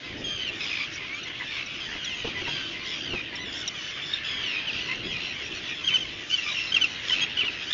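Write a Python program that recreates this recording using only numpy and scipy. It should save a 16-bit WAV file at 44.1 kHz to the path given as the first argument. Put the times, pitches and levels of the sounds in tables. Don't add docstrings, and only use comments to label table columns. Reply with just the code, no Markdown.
import sys
import numpy as np
from scipy import signal
from scipy.io import wavfile
from scipy.ndimage import uniform_filter1d

SR = 44100
rng = np.random.default_rng(int(sys.argv[2]) if len(sys.argv) > 2 else 0)


def level_to_linear(level):
    exponent = np.asarray(level, float) / 20
    return 10 ** exponent


def generate_wav(signal):
    frames = np.transpose(np.atleast_2d(signal))
    scaled = np.clip(frames, -1, 1) * 32767
    pcm = np.round(scaled).astype(np.int16)
    wavfile.write(sys.argv[1], SR, pcm)


N = 340893

# f/Hz, level/dB
BUZZ = [(500, -65), (600, -62), (700, -65.5), (800, -76)]
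# f/Hz, density/dB per Hz
WIND_SPECTRUM = [(12, -36), (20, -7), (125, 3), (222, -1), (339, 3), (528, -7.5), (835, -15), (1000, -24),
                 (1300, -42), (2200, -120)]
# t at peak/s, peak level/dB
GUSTS = [(.2, -39), (.49, -50), (1.94, -58.5), (2.301, -52), (2.38, -50.5), (2.5, -54), (3.1, -43.5),
         (3.45, -46.5), (4.42, -50), (4.76, -48), (6.76, -50), (2.66, -52), (5.06, -41.5), (5.5, -50),
         (5.999, -47.5), (7.2, -46.5)]
# t/s, peak level/dB, ring f/Hz
STEPS = [
    (0.497, -32, 348),
    (1.949, -30.5, 315),
    (2.244, -22, 462),
    (2.271, -26.5, 333),
    (2.412, -28.5, 374),
    (2.475, -27, 945),
    (3.131, -22, 353),
    (6.511, -34.5, 1030),
    (7.431, -32.5, 402),
]
# t/s, crowd level/dB, shrillness/dB
COLONY = [(0.0, -39, -11), (0.3, -39, -12.5), (0.49, -37.5, -14.5), (0.6, -35, -10), (1.29, -38, -12.5),
          (2.58, -35, -11), (3.47, -38.5, -15.5), (3.55, -38, -5), (3.87, -36, -11), (4.41, -34, -16.5),
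          (6.29, -38.5, -8), (6.31, -36.5, -0.5), (6.5, -34.5, -6), (7.02, -36.5, -9.5), (7.11, -34, -2),
          (7.3, -33.5, -17.5), (7.6, -35, -11.5), (7.73, -37, -6.5)]
# f/Hz, density/dB per Hz
CROWD_SPECTRUM = [(410, -37.5), (700, -11), (859, -12.5), (1870, 0.5), (2230, 1.5), (3050, 6.5),
                  (3360, 3.5), (4050, -8.5), (6160, -11), (7200, -26), (9360, -61.5), (15800, -120)]
# start t/s, end t/s, start f/Hz, end f/Hz, level/dB
WISPS = [(.605, .65, 5100, 4900, -42), (.66, .79, 4850, 4900, -45), (1.13, 1.2, 6190, 6700, -55.5),
         (1.751, 1.86, 5000, 5050, -51.5), (2.141, 2.23, 6500, 6250, -54), (2.502, 2.62, 4050, 3950, -52),
         (2.891, 3.05, 5250, 5710, -49.5), (3.455, 3.515, 5250, 5050, -53), (3.784, 3.92, 5900, 5750, -51),
         (4.058, 4.13, 5120, 5430, -54), (4.705, 4.8, 4800, 4550, -47), (4.779, 4.9, 6050, 5700, -54.5),
         (5.222, 5.36, 5400, 5600, -50), (5.42, 5.485, 5300, 5700, -48), (6.442, 6.52, 5000, 5060, -45),
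         (7.076, 7.13, 4970, 5240, -44), (2.05, 2.11, 2300, 2500, -44), (3.543, 3.66, 1620, 1380, -48),
         (4.091, 4.45, 1700, 1780, -45), (5.63, 5.79, 3330, 3300, -40), (5.45, 5.53, 2350, 2650, -44),
         (6.548, 6.718, 5350, 5150, -44), (.6, .645, 3850, 3750, -41), (6.672, 6.71, 3950, 3900, -40),
         (.79, .84, 4600, 4700, -44), (.945, .968, 5500, 5800, -46), (.172, .2, 5150, 5000, -52),
         (5.118, 5.15, 5600, 5400, -50), (5.04, 5.11, 4850, 4900, -50), (4.46, 4.56, 5450, 5200, -49),
         (7.7, 7.72, 1700, 1720, -37), (2.47, 2.66, 1600, 1500, -45), (3.76, 3.81, 5750, 6050, -54)]
# t/s, peak level/dB, third harmonic f/Hz
KIPS = [
    (0.9339, -37.5, 5750),
    (1.2322, -36.5, 5860),
    (1.6598, -35, 5690),
    (2.0445, -30.5, 5750),
    (2.378, -41, 5500),
    (2.8527, -38.5, 5500),
    (3.3547, -31.5, 5460),
    (3.6769, -23, 5650),
]
# first t/s, length/s, f/Hz, rate/knocks per s, peak level/dB
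RATTLES = [
    (7.133, .068, 2750, 94, -20),
    (7.085, .004, 3300, 94, -20),
    (7.238, .012, 2700, 100, -23),
]

# centre t/s, length/s, second harmonic f/Hz, peak level/dB
STUTTER = [(.363, .012, 3166, -28.5), (0.452, .016, 3100, -30.5), (5.848, .008, 3210, -28),
           (5.861, .014, 3200, -27.5), (5.879, .014, 3200, -19), (5.888, .008, 2956, -17.5),
           (5.896, .012, 2666, -22.5), (5.905, .01, 3050, -26), (5.945, .016, 3052, -17),
           (5.958, .014, 3040, -17), (5.966, .008, 2900, -22.5), (5.971, .014, 2620, -24),
           (5.989, .018, 3176, -27.5), (6.012, .024, 3145, -28), (6.028, .018, 3020, -29.5),
           (6.053, .02, 2187, -35), (6.304, .009, 2870, -26.5), (6.315, .012, 2960, -26),
           (6.386, .022, 2787, -26), (6.396, .009, 2700, -24.5), (6.55, .02, 2840, -29.5),
           (6.57, .014, 2750, -27), (6.586, .026, 2716, -29), (6.606, .01, 2740, -33.5),
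           (6.617, .01, 2700, -28.5), (6.627, .01, 2700, -30.5), (6.64, .008, 2700, -33),
           (6.649, .01, 2720, -32.5), (6.658, .012, 2720, -33), (6.67, .01, 2730, -33),
           (6.683, .009, 2705, -30), (6.69, .01, 2660, -33.5), (6.703, .009, 2640, -29.5),
           (6.749, .018, 3180, -17), (6.76, .008, 2950, -21), (6.768, .011, 2720, -13),
           (6.778, .007, 2520, -20), (6.822, .027, 3020, -17), (6.844, .016, 2720, -16),
           (6.854, .01, 2550, -23), (7.327, .014, 2710, -32.5), (7.41, .01, 2690, -24),
           (7.434, .012, 2310, -30.5), (7.449, .012, 2325, -30), (7.482, .01, 2594, -28.5),
           (7.71, .005, 3490, -27.5), (7.714, .005, 3520, -25.5), (7.73, .008, 3576, -17.5)]
CHATTER = [(.611, .012, 2530, -30), (.62, .012, 2550, -30.5), (.641, .016, 2430, -29.5),
           (.661, .012, 2290, -32), (.697, .012, 2550, -33), (.714, .01, 2534, -28),
           (.737, .014, 2506, -29), (.753, .014, 2540, -31.5), (.774, .014, 2465, -29),
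           (.79, .01, 2380, -29), (.809, 0.015, 2330, -28), (1.27, .02, 2040, -35.5),
           (1.281, .024, 3300, -38), (2.47, .02, 1946, -33), (2.47, .012, 2960, -33.5),
           (4.29, 0.017, 3330, -31), (4.315, .02, 3305, -31.5), (4.465, .016, 2940, -29.5),
           (4.482, .014, 2783, -31), (4.565, .02, 2610, -30.5), (4.749, .014, 2650, -27.5),
           (4.77, .022, 2656, -28.5), (4.792, .022, 2676, -27.5), (4.815, .016, 2890, -32),
           (4.857, .016, 2830, -31), (4.874, .014, 2700, -29.5), (4.893, .016, 2666, -31),
           (4.916, .014, 2676, -27.5), (4.936, .014, 2700, -29.5), (4.957, .014, 3090, -31.5),
           (5.168, .014, 2673, -30), (5.523, .014, 3000, -33), (5.66, .014, 2984, -33)]
TRILLS = [(3.53, .013, 3420, -41), (3.544, .013, 3510, -43), (3.561, .013, 3570, -42),
          (3.577, .013, 3680, -38), (3.591, .013, 3670, -39), (3.605, .013, 3590, -39),
          (3.618, .013, 3530, -43.5), (5.539, .011, 2760, -45), (5.551, .011, 2870, -38.5),
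          (5.563, .011, 2940, -39), (5.574, .011, 2880, -39), (5.586, .011, 2770, -40)]
# rasp/0-1, third harmonic level/dB, fourth level/dB, pitch sag/per s
SYLLABLE_VOICES = [
    (.04, -22, -20, 2.5),
    (.35, -17, -17, 4.5),
    (.1, -0.5, -6.5, .6),
]

# t/s, length/s, second harmonic start f/Hz, end f/Hz, peak level/dB
NOTES = [(4.134, .012, 3750, 3650, -22), (5.908, .032, 3090, 3050, -29), (6.721, .013, 3150, 3140, -21),
         (7.096, .005, 3250, 3250, -19), (7.108, .006, 2980, 3000, -21), (7.117, .025, 3090, 3030, -21),
         (7.37, .01, 2960, 2950, -22), (7.386, .042, 3040, 2400, -24), (7.446, .053, 2910, 2450, -28)]
SHRIEKS = [(.24, .04, 3270, 3180, -32), (.278, .085, 3180, 3160, -32), (5.84, .034, 3190, 3200, -32),
           (6.422, .028, 2730, 2570, -32), (6.487, .024, 3870, 3860, -34), (6.516, .018, 3880, 3870, -30),
           (7.21, .034, 3270, 3240, -24)]
SCREAMS = [(.365, 0.077, 3130, 3070, -32.5), (.462, .04, 3100, 2696, -30), (0.955, 0.11, 2256, 2020, -39.5),
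           (1.802, 0.073, 3270, 3070, -36.5), (2.141, 0.15, 3297, 2890, -40.5),
           (3.05, 0.17, 3223, 2444, -33.5), (4.41, 0.19, 3196, 2514, -31.5),
           (5.121, 0.058, 2610, 2414, -34.5)]
LEVEL_CALLS = [(.031, .06, 2110, 2015, -46), (.8, 0.052, 2264, 2416, -35.5), (1.33, .06, 2050, 2260, -45.5),
               (1.432, 0.098, 1630, 1826, -50), (1.476, 0.11, 3590, 3660, -42.5),
               (2.352, .055, 2004, 1980, -38), (2.484, .088, 3293, 3150, -34.5),
               (2.575, .12, 3146, 3060, -39), (2.74, 0.2, 2090, 2065, -45), (3.325, .035, 1916, 1957, -39),
               (3.385, .06, 1983, 2014, -41), (3.8, 0.11, 2926, 3066, -42), (4.02, 0.16, 3500, 3560, -40.5),
               (4.295, .055, 2060, 2200, -40.5), (4.245, .165, 3374, 3243, -37.5),
               (4.885, .05, 2005, 2130, -33), (5.685, .05, 2400, 2470, -37), (6.462, .048, 2407, 2385, -30.5),
               (7.101, 0.01, 2025, 2020, -31.5), (7.67, .045, 2990, 3440, -34)]
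SCOLDS = [(.605, 0.057, 2600, 2170, -38), (.691, 0.15, 2490, 2323, -35), (1.4, .045, 2080, 1900, -35),
          (1.509, .129, 2946, 2640, -39), (1.889, 0.09, 1777, 2127, -39.5), (2.47, .129, 2730, 2594, -38.5),
          (2.86, .19, 3404, 3230, -38), (3.52, 0.11, 3200, 3610, -40.5), (5.161, 0.18, 2727, 2660, -38.5),
          (4.8, .17, 2900, 2800, -38), (6.6, .11, 2750, 2650, -40), (1.52, .12, 2350, 2200, -38),
          (1.25, .07, 2150, 2100, -41), (5.9, .045, 2450, 2300, -33), (5.2, 0.14, 2750, 2550, -38),
          (6.779, 0.035, 2290, 2323, -36), (7.195, .055, 2667, 2570, -31), (7.135, .06, 2650, 2600, -33),
          (.6, .26, 3500, 3300, -41), (.66, .04, 2900, 2800, -38), (6.857, 0.022, 2470, 2900, -41)]
ARCHES = [
    (6.31, .052, 2800, 3090, -20),
]
WHISTLES = [
    (3.375, .09, 3600, 3970, -43),
]
SLIDES = [(3.455, .07, 3500, 3380, -40), (5.04, .065, 3330, 3340, -39), (5.105, .04, 3340, 3050, -37),
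          (2.05, .104, 3470, 2596, -34), (4.671, .039, 3185, 2460, -30), (1.091, .1, 2150, 2430, -37),
          (3.741, .059, 3390, 2920, -40)]

# third harmonic level/dB, fourth level/dB, peak/share of length, drop at start/dB, drop at end/dB
CRY_VOICES = [
    (-24, -28, 0.73, 1.5, 5),
    (-18, -15.5, 0.51, 1.5, 3.5),
    (-14, -20.5, 0.84, 2.5, 3.5),
    (-10.5, -21.5, 0.17, -2, -1),
    (-8.5, -21, 0.21, -1.5, 1.5),
    (-13, -21, 0.65, 12.5, 17),
    (-6, -6.5, .5, 12, 11.5),
    (-23, -20, 0.31, 3, 1.5),
]
CRY_RASPS = [.15, .12, .55, .4, .8, .1, .1, .15]
# longest glide/s, glide end/share of length, return/share of the way, catch in the voice/dB
CRY_TUNES = [(.022, .98, 0, 11), (.022, .98, 0, 6), (1, .75, 0, 0), (1, .95, 0, 0), (1, .95, 0, 0),
             (1, .5, 1, 0), (1, .5, 1, 0), (1, .98, 0, 0)]


def rms_one(x):
    return x / np.sqrt(np.mean(np.abs(x) ** 2) + 1e-20)


def drift(size, hz):
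    r = np.exp(-2 * np.pi * hz / SR)
    chance = np.random.default_rng(rng.integers(2 ** 31))
    noise = chance.standard_normal(size + 600)
    return rms_one(signal.lfilter([1], [1, -2 * r, r * r], noise)[600:])


def in_time(rows):
    s, *columns = np.transpose(rows)
    return [np.interp(np.arange(N) / SR, s, c) for c in columns]


def add(out, start_s, sound):
    at = max(round(start_s * SR), 0)
    out[at:at + len(sound)] += sound[:N - at]


def bands(spectrum, patchy_db, lift_db=0, lift_hz=4300):
    hz, db = np.transpose(spectrum)
    edges = np.geomspace(hz[0], hz[-1], int(3 * np.log2(hz[-1] / hz[0])) + 2)
    for low, high in zip(edges, edges[1:]):
        level_db = np.interp(np.log(low * high) / 2, np.log(hz), db)
        level_db = level_db + patchy_db * drift(N, 8.6) + lift_db * (low > lift_hz)
        yield signal.butter(2, [low, high], "band", fs=SR, output="sos"), level_to_linear(level_db)


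def voice(hz, rasp, overtones_db, blur_hz=350, first_db=-22, breath_db=-18):
    size, rasp = len(hz), np.clip(rasp, 0, 1)
    wobble = 1 + .018 * rasp * drift(size, 30)
    phase = np.pi * np.cumsum(hz * wobble) / SR
    first_db = first_db + 8 * (hz.mean() < 2400)
    rate, start = rng.random(2)
    beat_hz = (70 + 35 * rate) * (1 + .18 * drift(size, 25))
    beat = 2 * np.pi * (np.cumsum(beat_hz) / SR + start)
    pulses = rms_one((1.1 + np.sin(beat)) ** (1.8 * rasp ** 2.2))
    shake = .6 * rasp
    third_db, fourth_db = overtones_db
    levels_db = [first_db, 0, third_db, fourth_db, fourth_db - 13]
    out = level_to_linear(breath_db) * drift(size, 1100) * np.cos(2 * phase)
    for order, db in enumerate(levels_db, start=1):
        width_hz = (40 + blur_hz * rasp) * (order + 1) / 3
        smear = (drift(size, width_hz) + 1j * drift(size, width_hz)) / np.sqrt(2)
        line = (np.sqrt(1 - shake) + np.sqrt(shake) * smear) * np.exp(1j * order * phase)
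        out = out + level_to_linear(db) * np.real(line)
    return np.sqrt(2) * out * pulses


def buzz():
    t = np.arange(N) / SR
    return sum(np.sqrt(2) * level_to_linear(db) * np.sin(2 * np.pi * hz * t) for hz, db in BUZZ)


def gusts(breeze_db=-49, rise_s=0.081, fall_s=0.096):
    t = np.arange(N) / SR
    strength = level_to_linear(breeze_db)
    for s, db in GUSTS:
        strength = strength + level_to_linear(db) * np.exp(np.minimum((t - s) / rise_s, (s - t) / fall_s))
    return strength


def wind():
    white = rng.standard_normal((2, N))
    out = 0
    for k, (sos, gain) in enumerate(bands(WIND_SPECTRUM, 1.8)):
        out = out + gain * signal.sosfilt(sos, white[k % 2])
    return rms_one(out)


def steps(t60=0.092, scuff_db=-1.5):
    out, t = np.zeros(N), np.arange(4000) / SR
    for s, db, hz in STEPS:
        ring = np.sin(2 * np.pi * hz * t)
        scuff = level_to_linear(scuff_db) * drift(len(t), 970)
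        decay = level_to_linear(db - 3.0 - 60 * t / t60) * np.minimum(t / 0.006, 1)
        add(out, s, decay * (ring + scuff))
    return out


def crowd(shrill_db, count=600, hiss_db=0):
    far = np.zeros(N)
    for s, length, pitch, sag, rasp, size in rng.random((count, 6)):
        u = np.linspace(0, 1, int((.05 + .2 * length ** 2) * SR))
        hz = (1800 + 1900 * pitch) * (1 + .06 * np.sin(np.pi * u) - .2 * sag * u ** 2)
        swell = level_to_linear(3.0 * size) * np.sin(np.pi * u) ** 0.3
        add(far, s * N / SR, swell * voice(hz, .38 + .45 * rasp, (-3, -4), first_db=-9))
    far = far / np.sqrt(uniform_filter1d(far ** 2, size=6000) + 1e-9)
    far = far + level_to_linear(hiss_db) * rng.standard_normal(N)
    white, out = rng.standard_normal(N), 0
    for k, (sos, gain) in enumerate(bands(CROWD_SPECTRUM, 2.1, shrill_db - shrill_db.mean())):
        size = signal.sosfilt(sos, white).std() * (-1) ** k
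        part = signal.sosfilt(sos, far)
        loudness = np.sqrt(uniform_filter1d(part ** 2, size=6500) + 1e-12)
        out = out + size * gain * part / loudness
    return rms_one(out)


def wisps(arch=.03, rasp=.5):
    out = np.zeros(N)
    for start, end, from_hz, to_hz, db in WISPS:
        u = np.linspace(0, 1, int((end - start) * SR))
        hz = (from_hz + (to_hz - from_hz) * u) * (1 + arch * np.sin(np.pi * u))
        swell = level_to_linear(db) * np.sin(np.pi * u) ** 0.054
        add(out, start, swell * voice(hz, rasp, (-40, -40), first_db=-36.5))
    return out


def kips(length_s=0.014, fall=0.11, snap_db=-12):
    out, u = np.zeros(N), np.linspace(0, 1, int(length_s * SR))
    shape = np.minimum(u / 0.025, 1) * (1 - u) ** 0.24
    for s, db, hz in KIPS:
        snap = level_to_linear(snap_db) * drift(len(u), 11000)
        tone = voice(hz / 1.5 * (1.05 - fall * u), 0.13, (1.5, -14))
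        add(out, s, level_to_linear(db - 7.0) * shape * (snap + tone))
    return out


def rattles(loss_db=70, knock_s=.0009):
    out, t = np.zeros(N), np.linspace(-4, 4, int(8 * knock_s * SR))
    for s, length, hz, rate, db in RATTLES:
        for late in np.arange(0, length, 1 / rate):
            tone = voice(hz + 0 * t, .15, (-16, -17), first_db=-19, breath_db=-7)
            knock = np.exp(-t ** 2 / 2) * tone
            add(out, s + late - 4 * knock_s, level_to_linear(db - 3 - loss_db * late) * knock)
    return out


def syllables():
    out = np.zeros(N)
    for rows, throat in zip([STUTTER, CHATTER, TRILLS], SYLLABLE_VOICES):
        rasp, third_db, fourth_db, sag = throat
        for s, length, hz, db in rows:
            t = np.arange(-length / 2, length / 2, 1 / SR)
            swell = np.cos(np.pi * t / length) ** 0.97 * level_to_linear(-1.5 - 5 * rasp)
            tone = voice(hz * (1 - sag * t), rasp, (third_db, fourth_db))
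            add(out, s - length / 2, level_to_linear(db) * swell * tone)
    return out


def ground(x, echoes=((.004, -12), (.017, -16), (.041, -24))):
    out = x.copy()
    for s, db in echoes:
        add(out, s, level_to_linear(db) * x)
    return out


def cries(fade_s=.0025, scoop=.04, scoop_s=.006, catch_s=.0025):
    out = np.zeros(N)
    kinds = [NOTES, SHRIEKS, SCREAMS, LEVEL_CALLS, SCOLDS, ARCHES, WHISTLES, SLIDES]
    for rows, rasp, throat, tune in zip(kinds, CRY_RASPS, CRY_VOICES, CRY_TUNES):
        third_db, fourth_db, peak, start_db, end_db = throat
        glide_s, settle, back, catch_db = tune
        for s, length, from_hz, to_hz, db in rows:
            hold = max(1 - glide_s / length, .05)
            t = np.arange(-fade_s, length + fade_s, 1 / SR)
            edge = np.clip(np.minimum(t - t[0], t[-1] - t) / (2 * fade_s), 0, 1)
            way = np.interp(t / length, [hold, settle, 1], [0, 1, 1 - back])
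            if back:
                way = np.sin(way * np.pi / 2)
            pitch = uniform_filter1d(from_hz + (to_hz - from_hz) * way, size=400)
            pitch = pitch * (1 - scoop * np.exp(-(t + fade_s) / scoop_s))
            peak_at = np.clip(peak, .01, .99)
            level_db = db - np.interp(t / length, [0, peak_at, 1], [start_db, 0, end_db])
            drop = min((from_hz - to_hz) / 500, 1)
            level_db -= catch_db * drop * np.exp(-((t - hold * length) / catch_s) ** 2)
            add(out, s - fade_s, edge * level_to_linear(level_db) * voice(pitch, rasp, (third_db, fourth_db)))
    return out


def scene():
    crowd_db, shrill_db = in_time(COLONY)
    ambience = level_to_linear(crowd_db) * crowd(shrill_db) + gusts() * wind() + steps() + buzz()
    birds = ground(syllables() + cries() + rattles() + wisps())
    return (ambience + birds + kips())[None]


def top_cut(x):
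    return signal.sosfilt(signal.butter(12, 7630, fs=SR, output="sos"), x)


def record(dry, cutoff_hz=7940):
    steep = signal.cheby2(14, 60, cutoff_hz, fs=SR, output="sos")
    mix = signal.sosfilt(steep, dry)
    return top_cut(mix)


dry = scene()
out = record(dry)
generate_wav(out)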